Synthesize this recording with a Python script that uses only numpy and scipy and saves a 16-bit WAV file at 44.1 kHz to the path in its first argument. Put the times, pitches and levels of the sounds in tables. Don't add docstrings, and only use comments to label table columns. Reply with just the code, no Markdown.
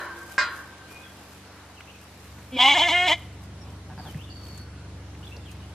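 import sys
import numpy as np
from scipy import signal
from scipy.fft import rfft, irfft
from scipy.io import wavfile
from scipy.ndimage import uniform_filter1d

SR = 44100
rng = np.random.default_rng(int(sys.argv[2]) if len(sys.argv) > 2 else 0)


def master_out(mix):
    frames = np.transpose(np.atleast_2d(mix))
    ceiling = np.clip(frames, -1, 1)
    pcm = np.round(ceiling * 32767).astype(np.int16)
    wavfile.write(sys.argv[1], SR, pcm)


N = 253134

# (time [s], frequency [Hz])
LAMB_PITCH = [(2.505, 266), (2.527, 257), (2.562, 255), (2.609, 246), (2.693, 283), (2.735, 279),
              (2.752, 361), (3.0, 357), (3.066, 365), (3.086, 335), (3.165, 332)]
# (time [s], level [dB], roughness [0-1])
LAMB_EFFORT = [(2.505, -75, 0), (2.527, -43, 0), (2.578, -34, .2), (2.61, -16.5, .32), (2.69, -15.5, .3),
               (2.75, -20, .22), (2.86, -21, .18), (2.94, -21, .12), (3.062, -21.5, .15),
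               (3.082, -19.5, .3), (3.13, -20, .28), (3.165, -52, .7)]
# (time [s], pitch drop [Hz], fall [s], recovery [s])
VOICE_BREAKS = [(2.578, 26, .022, .03), (2.785, 80, .026, .085), (2.899, 66, .045, .055),
                (3.088, 30, .028, .055)]
# (frequency [Hz], width [Hz], gain [dB])
UPPER_CAVITIES = [(3060, 340, -3), (3310, 340, -2), (3720, 340, -13)]
# (frequency [Hz], gain [dB])
BREATH_SPECTRUM = [(4250, -45), (4900, -1), (5500, -5), (6300, -2), (7900, -4), (8800, -17), (13000, -19),
                   (15000, -28), (15700, -40)]
# (frequency [Hz], relative level [dB], T60 [s])
TUBE_MODES = [(612, -9.5, 0.23), (1035, -4, 0.2), (1120, -5.5, 0.18), (1266, -16, 0.41),
              (1404, -10.5, 0.38), (1556, -28, 2.8), (1601, 3, 0.13), (1830, -2, 0.033), (1840, -23, 0.24),
              (1960, -25, 0.16), (2000, -18, 0.23), (2089, -4, 0.12), (2460, -14, 0.12), (2776, -20, 0.08),
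              (2870, -36, 0.47), (3430, -38, 0.58), (340.5, -26.5, 1.73), (565, -24.5, 0.86),
              (3050, -38, 1.3), (1545, -24, 1.62), (1575, -23.5, 1.3), (4075, -20.5, 0.46),
              (4800, -27, 0.41)]
# (time [s], gain [dB], bass gain [dB])
PANEL_BLOWS = [(-.14, -14.5, -4), (0.3801, -21.5, -11), (0.388, -23.5, -15), (.412, -28.5, -12.5),
               (0.42, -36.5, -12), (0.446, -53, -4)]
# (frequency [Hz], gain [dB])
MESH_SPECTRUM = [(120, -55), (250, -17), (600, -13.5), (800, -24), (1060, -8.5), (1250, -17.5),
                 (1580, -5.5), (2100, -19.5), (2900, -21), (3600, -18.5), (4050, -11), (4400, -15),
                 (4950, -9), (5700, -21), (7700, -22.5), (9000, -37), (14000, -59)]
# (frequency [Hz], T60 [s])
MESH_DECAY = [(300, 0.77), (1000, 1), (1800, 0.69), (3000, 0.5), (5000, 0.16), (9000, 0.18)]
# (time [s], duration [s], relative level [dB], pulse rate [Hz])
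EWE_GRUNTS = [(3.9, 0.038, -44, 150), (3.978, 0.03, -39, 150), (4.053, 0.04, -40.5, 150)]
# (frequency [Hz], width [Hz], gain [dB])
EWE_FORMANTS = [(157, 140, -2), (780, 280, 0), (1550, 270, -7)]
# (time [s], level [dB], frequency [Hz], T60 [s])
HOOF_THUDS = [(4.152, -22.5, 145, 0.089)]
# (time [s], relative level [dB], centre [Hz], spread [octaves])
STRAW_SNAPS = [(.782, -53, 4970, 1.8), (1.806, -36.5, 2050, 1), (2.3, -52, 2500, .8),
               (4.145, -42, 1860, 0.52), (4.146, -37, 670, 0.54), (4.465, -48, 3220, .5),
               (4.577, -45, 7650, 0.48), (5.15, -44.5, 1990, .6), (5.366, -43, 4860, 0.52),
               (5.37, -37, 600, 0.52), (5.409, -48, 520, 0.51), (5.515, -45.5, 6900, 1.1),
               (5.549, -48, 2200, .5)]
# (time [s], peak level [dB], time to fade 10 dB [s])
RUSTLE_SWELLS = [(0.0, -48, .07), (.19, -50, .07), (.324, -48, .08), (.57, -46.5, .05), (.92, -50, .05),
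                 (1.33, -52, .06), (2.05, -58, .08), (2.27, -58, .1), (3.44, -53.5, .02), (3.71, -62, .1),
                 (4.1, -53, .13), (4.47, -53, .08), (4.585, -51, .035), (5.29, -59, .15), (5.52, -57, .03)]
# (time [s], level [dB])
SHUFFLE_LEVEL = [(0, -62), (.7, -60), (.84, -70), (1.0, -58), (1.3, -58), (1.42, -63), (1.95, -62),
                 (2.5, -57), (3.2, -60), (3.5, -75), (4.7, -88), (5.05, -80), (5.74, -65)]
# (frequency [Hz], gain [dB])
STRAW_SPECTRUM = [(1500, 10), (3500, 1), (6000, 2.5), (10000, -0.5), (13000, 1.5), (15500, -25)]
# (time [s], duration [s], start [Hz], middle [Hz], end [Hz], relative level [dB])
BIRD_WHISTLES = [(.87, .2, 2420, 2463, 2590, -53.5), (1.018, 0.064, 3590, 3350, 3270, -56),
                 (1.755, 0.045, 3400, 2800, 2500, -54), (1.866, 0.052, 2470, 2810, 3470, -55),
                 (1.933, 0.033, 2700, 2550, 2460, -56), (3.603, 0.035, 5750, 5540, 5570, -58.5),
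                 (3.965, 0.1, 4940, 4600, 4340, -55), (4.042, 0.07, 4000, 3260, 2950, -50.5),
                 (4.172, 0.085, 2300, 3050, 3800, -54), (4.265, 0.065, 3050, 2860, 2890, -58),
                 (5.22, 0.039, 2630, 3240, 4050, -54), (5.258, .03, 4040, 4010, 4000, -58),
                 (5.264, 0.0091, 3560, 3450, 3300, -47), (5.305, 0.059, 2450, 2750, 2620, -51),
                 (5.446, 0.062, 3430, 3010, 2170, -51), (5.608, 0.043, 3000, 2950, 2800, -60.5)]
# (time [s], relative level [dB], period [s], first [Hz], last [Hz], fall per chip [Hz])
BIRD_TRILLS = [(4.297, -51, .0187, 4530, 4410, 300)]
# (time [s], duration [s], pitch [Hz], tick rate [Hz], relative level [dB])
CRICKET_CALLS = [(.5, 1.5, 4000, 32, -67), (3.2, 2.5, 5700, 34, -68)]
# (order [multiple of the cycle rate], level [dB], share of the bass swell [0-1])
ENGINE_ORDERS = [(3, -53.5, 0.8), (4, -53.5, 0.93), (5, -60, 0.88), (6, -68.5, .6), (7, -66, 0.9),
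                 (8, -59.5, 0.34), (10, -68, 0), (12, -64, 0.42), (13, -65.5, 0.42), (18, -72, 0.2)]
# (time [s], gain [dB])
BASS_SWELL = [(0, -4.6), (2.15, -2.8), (2.3, 3), (2.65, 1.5), (2.8, 6), (4, 8.5), (5.74, 9.5)]
# (time [s], duration [s], centre [Hz], width [Hz], level [dB])
FAR_SWELLS = [(1.35, .45, 1200, 1100, -56), (4.53, .4, 1480, 160, -60)]
# (frequency [Hz], relative spectral density [dB])
AIR_SPECTRUM = [(25, -24), (45, -27), (62, -25), (110, 2), (170, -3.1), (300, -2), (500, -4), (1000, -6),
                (2000, -11.5), (4000, -16.5), (8000, -25), (10500, -27.5), (13000, -40), (15500, -64)]
# (time [s], gain [dB])
AIR_DRIFT = [(0, 2), (1.5, 1), (2.3, -0.1), (3.5, 0), (4.7, -0.3), (5.74, -0.2)]
# (frequency [Hz], side gain [dB])
NEAR_WIDTH = [(60, -49), (150, -58), (380, -53), (950, -32), (2380, -22), (5980, -8.5), (15000, 5)]
# (frequency [Hz], side gain [dB])
DIFFUSE_WIDTH = [(60, -64), (150, -35), (380, -14), (950, -9.5), (2400, -3), (6000, 1.5), (11000, 4),
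                 (13000, 10), (15000, 17)]

OPENS_AT_S, OPENING_S = 2.562, .022
MOUTH_SHUT_HZ, MOUTH_OPEN_HZ, MOUTH_SAG_HZ_PER_S, MOUTH_THIN_HZ = 260, 850, 100, 80
THROAT_SHUT_HZ, THROAT_OPEN_HZ, THROAT_SAG_HZ_PER_S = 2380, 2180, 110
THIN_FROM_HZ, THIN_TO_HZ = 325, 360
LOW_SHUT_DB, LOW_OPEN_DB, LOW_THIN_DB = 2, -5.5, -3.5
LOW_FLANK_DB, LOW_BOTTOM_DB = 6, -5
CHEST_DB, CHEST_CEILING_DB = -13, -35.5
ENGINE_CYCLE_HZ, AIR_DB, BAND_LIMIT_HZ = 24.19, -49, 15700


def lamb_bleat():
    times, *columns = np.transpose(LAMB_EFFORT)
    t = np.arange(times[0], times[-1], 1 / SR)
    effort_db, rough = (np.interp(t, times, c) for c in columns)
    slack, drop_hz = voice_breaks(t)
    hz = along(LAMB_PITCH, t) - drop_hz
    folds, puffs, cycles = vocal_folds(hz, rough=np.clip(rough + .33 * slack, 0, 1))

    thin = np.clip((hz - THIN_FROM_HZ) / (THIN_TO_HZ - THIN_FROM_HZ), 0, 1)
    open_s = t - OPENS_AT_S
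    gape = np.clip(open_s / OPENING_S, 0, 1)
    open_mouth_hz = MOUTH_OPEN_HZ - MOUTH_SAG_HZ_PER_S * open_s - MOUTH_THIN_HZ * thin
    mouth_hz = blend(MOUTH_SHUT_HZ, open_mouth_hz, gape)
    throat_hz = blend(THROAT_SHUT_HZ, THROAT_OPEN_HZ - THROAT_SAG_HZ_PER_S * open_s, gape)

    low = resonate(formant(folds + .25 * puffs, mouth_hz, 430), mouth_hz, 430)
    low_db = blend(LOW_SHUT_DB, LOW_OPEN_DB, gape) + LOW_THIN_DB * thin
    low_db += LOW_FLANK_DB * gape * np.sin(np.pi * slack) + LOW_BOTTOM_DB * slack ** 2
    chest = amp(np.minimum(CHEST_DB, CHEST_CEILING_DB - effort_db)) * np.cos(2 * np.pi * cycles)

    drive = folds + .8 * puffs
    tongue_hollow = blend(.12, .58, thin) * formant(drive, 1815, 710)
    throat = amp(-1) * (formant(drive, throat_hz, 270) + tongue_hollow)
    cavities = sum(amp(db) * formant(drive, centre, width) for centre, width, db in UPPER_CAVITIES)
    breath = shaped(.35 * folds + 2.3 * puffs + .35 * rng.standard_normal(len(t)), BREATH_SPECTRUM)
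    high = unit(throat - cavities) + amp(-10.5) * breath

    voice = amp(low_db) * unit(low) + chest - high
    out = np.zeros(N)
    add(out, times[0], amp(effort_db) * voice * signal.windows.tukey(len(t), .03))
    return out + amp(-10) * echoes(out, t60=.04)


def vocal_folds(hz, rough):
    jitter, shimmer = smooth_noise((2, len(hz)), 150, passes=2)
    cycles = np.cumsum(hz * (1 + .07 * rough * jitter)) / SR
    k = np.arange(1, 24)[:, None]
    level_wander, phase_wander = smooth_noise((2, len(k), len(hz)), 700, passes=2)
    depth = np.sqrt(k / 8) * (.5 + 1.5 * rough)
    phase = k * cycles + .03 * k ** 2 + .08 * depth * phase_wander
    harmonics = amp(3.5 * depth * level_wander) * np.cos(2 * np.pi * phase)
    folds = unit(harmonics.sum(0)) * amp(3.5 * rough * shimmer)
    airflow = .4 + np.exp(-(cycles % 1) / .55)
    puffs = rough * unit(airflow * rng.standard_normal(len(hz)))
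    return folds, puffs, cycles


def voice_breaks(t):
    ramps = [np.interp(t, [s - fall, s, s + back], [0, 1, 0]) for s, _, fall, back in VOICE_BREAKS]
    cusps = np.array(ramps) ** 1.6
    return cusps.sum(0), np.array(VOICE_BREAKS)[:, 1] @ cusps


def panel_clang():
    out, t = np.zeros(N), np.arange(60000) / SR
    hz, db, t60 = np.transpose(TUBE_MODES)[:, :, None]
    bins, times, _ = signal.stft(t, SR, nperseg=256)
    bins = bins[:, None]
    mesh_fade = amp(on_log(MESH_SPECTRUM, bins) - 60 * times / on_log(MESH_DECAY, bins))
    for s, blow_db, bass_db in PANEL_BLOWS:
        phase, twin_phase, split = rng.random((len(TUBE_MODES), 3)).T[:, :, None]
        twin_hz = hz * (1.008 + .01028 * split)
        pairs = np.sin(2 * np.pi * (hz * t + phase))
        pairs += .58 * np.sin(2 * np.pi * (twin_hz * t + twin_phase))
        tubes = amp(db + bass_db / (1 + (hz / 750) ** 4) - 60 * t / t60) * pairs
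        noise = signal.stft(rng.standard_normal(len(t)), nperseg=256)[2]
        mesh = noise * mesh_fade * amp(bass_db / (1 + (bins / 750) ** 4))
        shiver = signal.istft(mesh, nperseg=256)[1][:len(t)]
        add(out, s, amp(blow_db) * (amp(2) * tubes.sum(0) + amp(13.5) * shiver) * attack(t, .0002))
    return out


def ewe_grunts():
    source = np.zeros(N)
    for s, length, db, rate in EWE_GRUNTS:
        t = np.arange(0, length, 1 / SR)
        pulses = np.diff(np.floor(t * rate), prepend=-1) * amp(1.5 * rng.standard_normal(len(t)))
        add(source, s, amp(db) * (pulses + .035 * rng.standard_normal(len(t))))
    return sum(amp(db) * formant(source, hz, width) * SR / (2 * width) for hz, width, db in EWE_FORMANTS)


def hoof_thud():
    out, t = np.zeros(N), np.arange(6000) / SR
    for s, db, hz, t60 in HOOF_THUDS:
        add(out, s, amp(db - 60 * t / t60) * np.sin(2 * np.pi * hz * t) * attack(t, .0034))
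    return out


def straw(snap_db):
    out, t = np.zeros(N), np.arange(600) / SR
    hz = np.fft.rfftfreq(len(t), 1 / SR) + 1
    for s, db, centre_hz, spread in STRAW_SNAPS:
        band = np.exp(-.5 * (np.log2(hz / centre_hz) / (.5 * spread)) ** 2)
        burst = unit(irfft(rfft(rng.standard_normal(len(t))) * band, len(t)))
        add(out, s, amp(db + snap_db - 60 * t / .028) * burst * attack(t, .00017))
    strengths = amp(1.1 * np.minimum(rng.exponential(1, N), 5))
    clicks = strengths * (rng.random(N) < 1500 / SR)
    crackle = signal.oaconvolve(clicks, amp(-60 * t[:130] / .012))[:N] * rng.standard_normal(N)
    return out + rustle_level(np.arange(N) / SR) * unit(shaped(crackle, STRAW_SPECTRUM))


def rustle_level(t):
    swell_power = sum(amp(db - 10 * abs(t - s) / fade) ** 2 for s, db, fade in RUSTLE_SWELLS)
    return np.sqrt(swell_power + amp(along(SHUFFLE_LEVEL, t)) ** 2)


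def bird_calls(chips=18):
    out = np.zeros(N)
    for s, *note in BIRD_WHISTLES:
        add(out, s, whistle(*note))
    for s, db, period, first_hz, last_hz, fall_hz in BIRD_TRILLS:
        for k, hz in enumerate(np.linspace(first_hz, last_hz, chips)):
            chip_db = db - 4 * abs(k / chips - .25)
            chip = whistle(.62 * period, hz + fall_hz / 2, hz, hz - fall_hz / 2, chip_db, warble=.002)
            add(out, s + k * period, chip)
    return out


def whistle(length, start_hz, mid_hz, end_hz, db, warble=.014):
    u = np.linspace(-.5, .5, round(length * SR))
    hz = mid_hz + (end_hz - start_hz) * u + 2 * (start_hz + end_hz - 2 * mid_hz) * u ** 2
    flutter = smooth_noise(len(u), 150)
    hz *= 1 + warble * smooth_noise(len(u), 100)
    tone = np.sqrt(2) * np.sin(2 * np.pi * np.cumsum(hz) / SR)
    return amp(db + 4.5 * flutter) * tone * signal.windows.tukey(len(u), .5)


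def crickets():
    out, t = np.zeros(N), np.arange(300) / SR
    for s, length, hz, rate, db in CRICKET_CALLS:
        size = round(length * SR)
        pace = rate * (1 + .3 * smooth_noise(size, 2000))
        onsets = np.diff(np.floor(np.cumsum(pace) / SR), prepend=0)
        ticks = onsets * amp(db + 5.3 * rng.standard_normal(size))
        add(out, s, signal.oaconvolve(ticks, np.hanning(len(t)) * np.sin(2 * np.pi * hz * t)))
    return out


def engine_idle():
    out, t = np.zeros(N), np.arange(N) / SR
    swell_db = along(BASS_SWELL, t)
    wavers = smooth_noise((len(ENGINE_ORDERS) + 1, N // 441 + 2), 12)
    *level_wavers, speed_waver = [np.interp(t, np.arange(len(w)) / 100, w) for w in wavers]
    cycles = np.cumsum(ENGINE_CYCLE_HZ * (1 + .0013 * speed_waver)) / SR
    for (k, db, share), waver in zip(ENGINE_ORDERS, level_wavers):
        phase = k * cycles + .23 * k ** 2
        out += np.sqrt(2) * amp(db + share * swell_db + .98 * waver) * np.sin(2 * np.pi * phase)
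    return out


def far_swells():
    out = np.zeros(N)
    for s, length, hz, width, db in FAR_SWELLS:
        band = unit(formant(rng.standard_normal(round(length * SR)), hz, width))
        add(out, s, amp(db) * band * signal.windows.tukey(len(band), .6))
    return out


def open_air():
    frames, hz = N // 256 + 5, np.fft.rfftfreq(1024, 1 / SR)[:, None]
    t = np.arange(frames) * 256 / SR
    mid_re, mid_im, side_re, side_im, patches = rng.standard_normal((frames, 513, 5)).T
    patches = unit(uniform_filter1d(uniform_filter1d(patches, size=14, axis=0), size=12, axis=1))
    bass_db = 1.67 * along(BASS_SWELL, t) / (1 + (hz / 170) ** 2)
    level = amp(on_log(AIR_SPECTRUM, hz) + 1.27 * patches + along(AIR_DRIFT, t) + bass_db)
    spectra = np.array([mid_re + 1j * mid_im, (side_re + 1j * side_im) * amp(on_log(DIFFUSE_WIDTH, hz))])
    mid, side = signal.istft(spectra * level, nperseg=1024, noverlap=768)[1][:, :N]
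    return amp(AIR_DB) * stereo(mid, side) / np.std(mid)


def echoes(x, t60):
    delays = np.arange(300, 26000, 22)
    taps = np.zeros(delays[-1] + 22)
    gains = rng.choice([-1., 1.], len(delays)) * amp(-60 * delays / SR / t60)
    taps[delays + rng.integers(0, 22, len(delays))] = gains
    return signal.fftconvolve(x, taps / np.linalg.norm(taps))[:N]


def resonate(x, hz, width):
    carrier = np.exp(2j * np.pi * np.cumsum(hz * np.ones(len(x))) / SR)
    pole = np.exp(-np.pi * width / SR)
    return 2 * (carrier * signal.lfilter([1 - pole], [1, -pole], x / carrier + 1e-18)).real


def formant(x, hz, width):
    return resonate(resonate(x, hz, width), hz, width)


def shaped(x, spectrum, phasor=1):
    gain = amp(on_log(spectrum, np.fft.rfftfreq(len(x), 1 / SR)))
    return irfft(rfft(x) * phasor * gain, len(x))


def smooth_noise(shape, span, passes=1):
    noise = rng.standard_normal(shape)
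    for _ in range(passes):
        noise = uniform_filter1d(noise, size=span)
    return unit(noise)


def amp(db):
    return 10 ** (np.asarray(db) / 20)


def unit(x):
    return x / np.sqrt(np.mean(abs(x) ** 2) + 1e-20)


def blend(start, end, share):
    return start + share * (end - start)


def attack(t, rise_s):
    return np.minimum(t / rise_s, 1)


def on_log(points, hz):
    frequencies, values = np.transpose(points)
    return np.interp(np.log(hz + 1), np.log(frequencies + 1), values)


def along(points, t):
    return np.interp(t, *np.transpose(points))


def add(mix, s, sound):
    start = round(s * SR)
    sound = sound[max(-start, 0):]
    part = mix[max(start, 0):][:len(sound)]
    part += sound[:len(part)]


def stereo(mid, side):
    return np.array([mid + side, mid - side])


def scene():
    lamb, panel, birds = lamb_bleat(), panel_clang(), bird_calls()
    near = lamb + ewe_grunts() + hoof_thud()
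    mid = near + engine_idle() + amp(-23.5) * echoes(lamb, t60=.6)
    mid += panel + amp(-7) * echoes(panel, t60=.14)
    mid += amp(-3.5) * birds + amp(-6) * echoes(birds, t60=.44)
    mid += straw(snap_db=-.1)
    diffuse = amp(-32) * echoes(lamb, t60=.45) + amp(-4.5) * echoes(panel, t60=.032)
    diffuse += amp(-1.5) * echoes(birds, t60=.019) + amp(-3.5) * straw(snap_db=-3)
    side = shaped(near, NEAR_WIDTH, phasor=1j) + shaped(diffuse, DIFFUSE_WIDTH)
    ticks = crickets()
    mid += far_swells() + amp(-6) * ticks
    side += amp(1.5) * shaped(ticks, DIFFUSE_WIDTH, phasor=1j)
    return stereo(mid, side) + open_air()


def record(dry):
    lowpass = signal.firwin(511, BAND_LIMIT_HZ, window=("kaiser", 9), fs=SR)
    return signal.oaconvolve(dry, lowpass[None], "same")


dry = scene()
out = record(dry)
master_out(out)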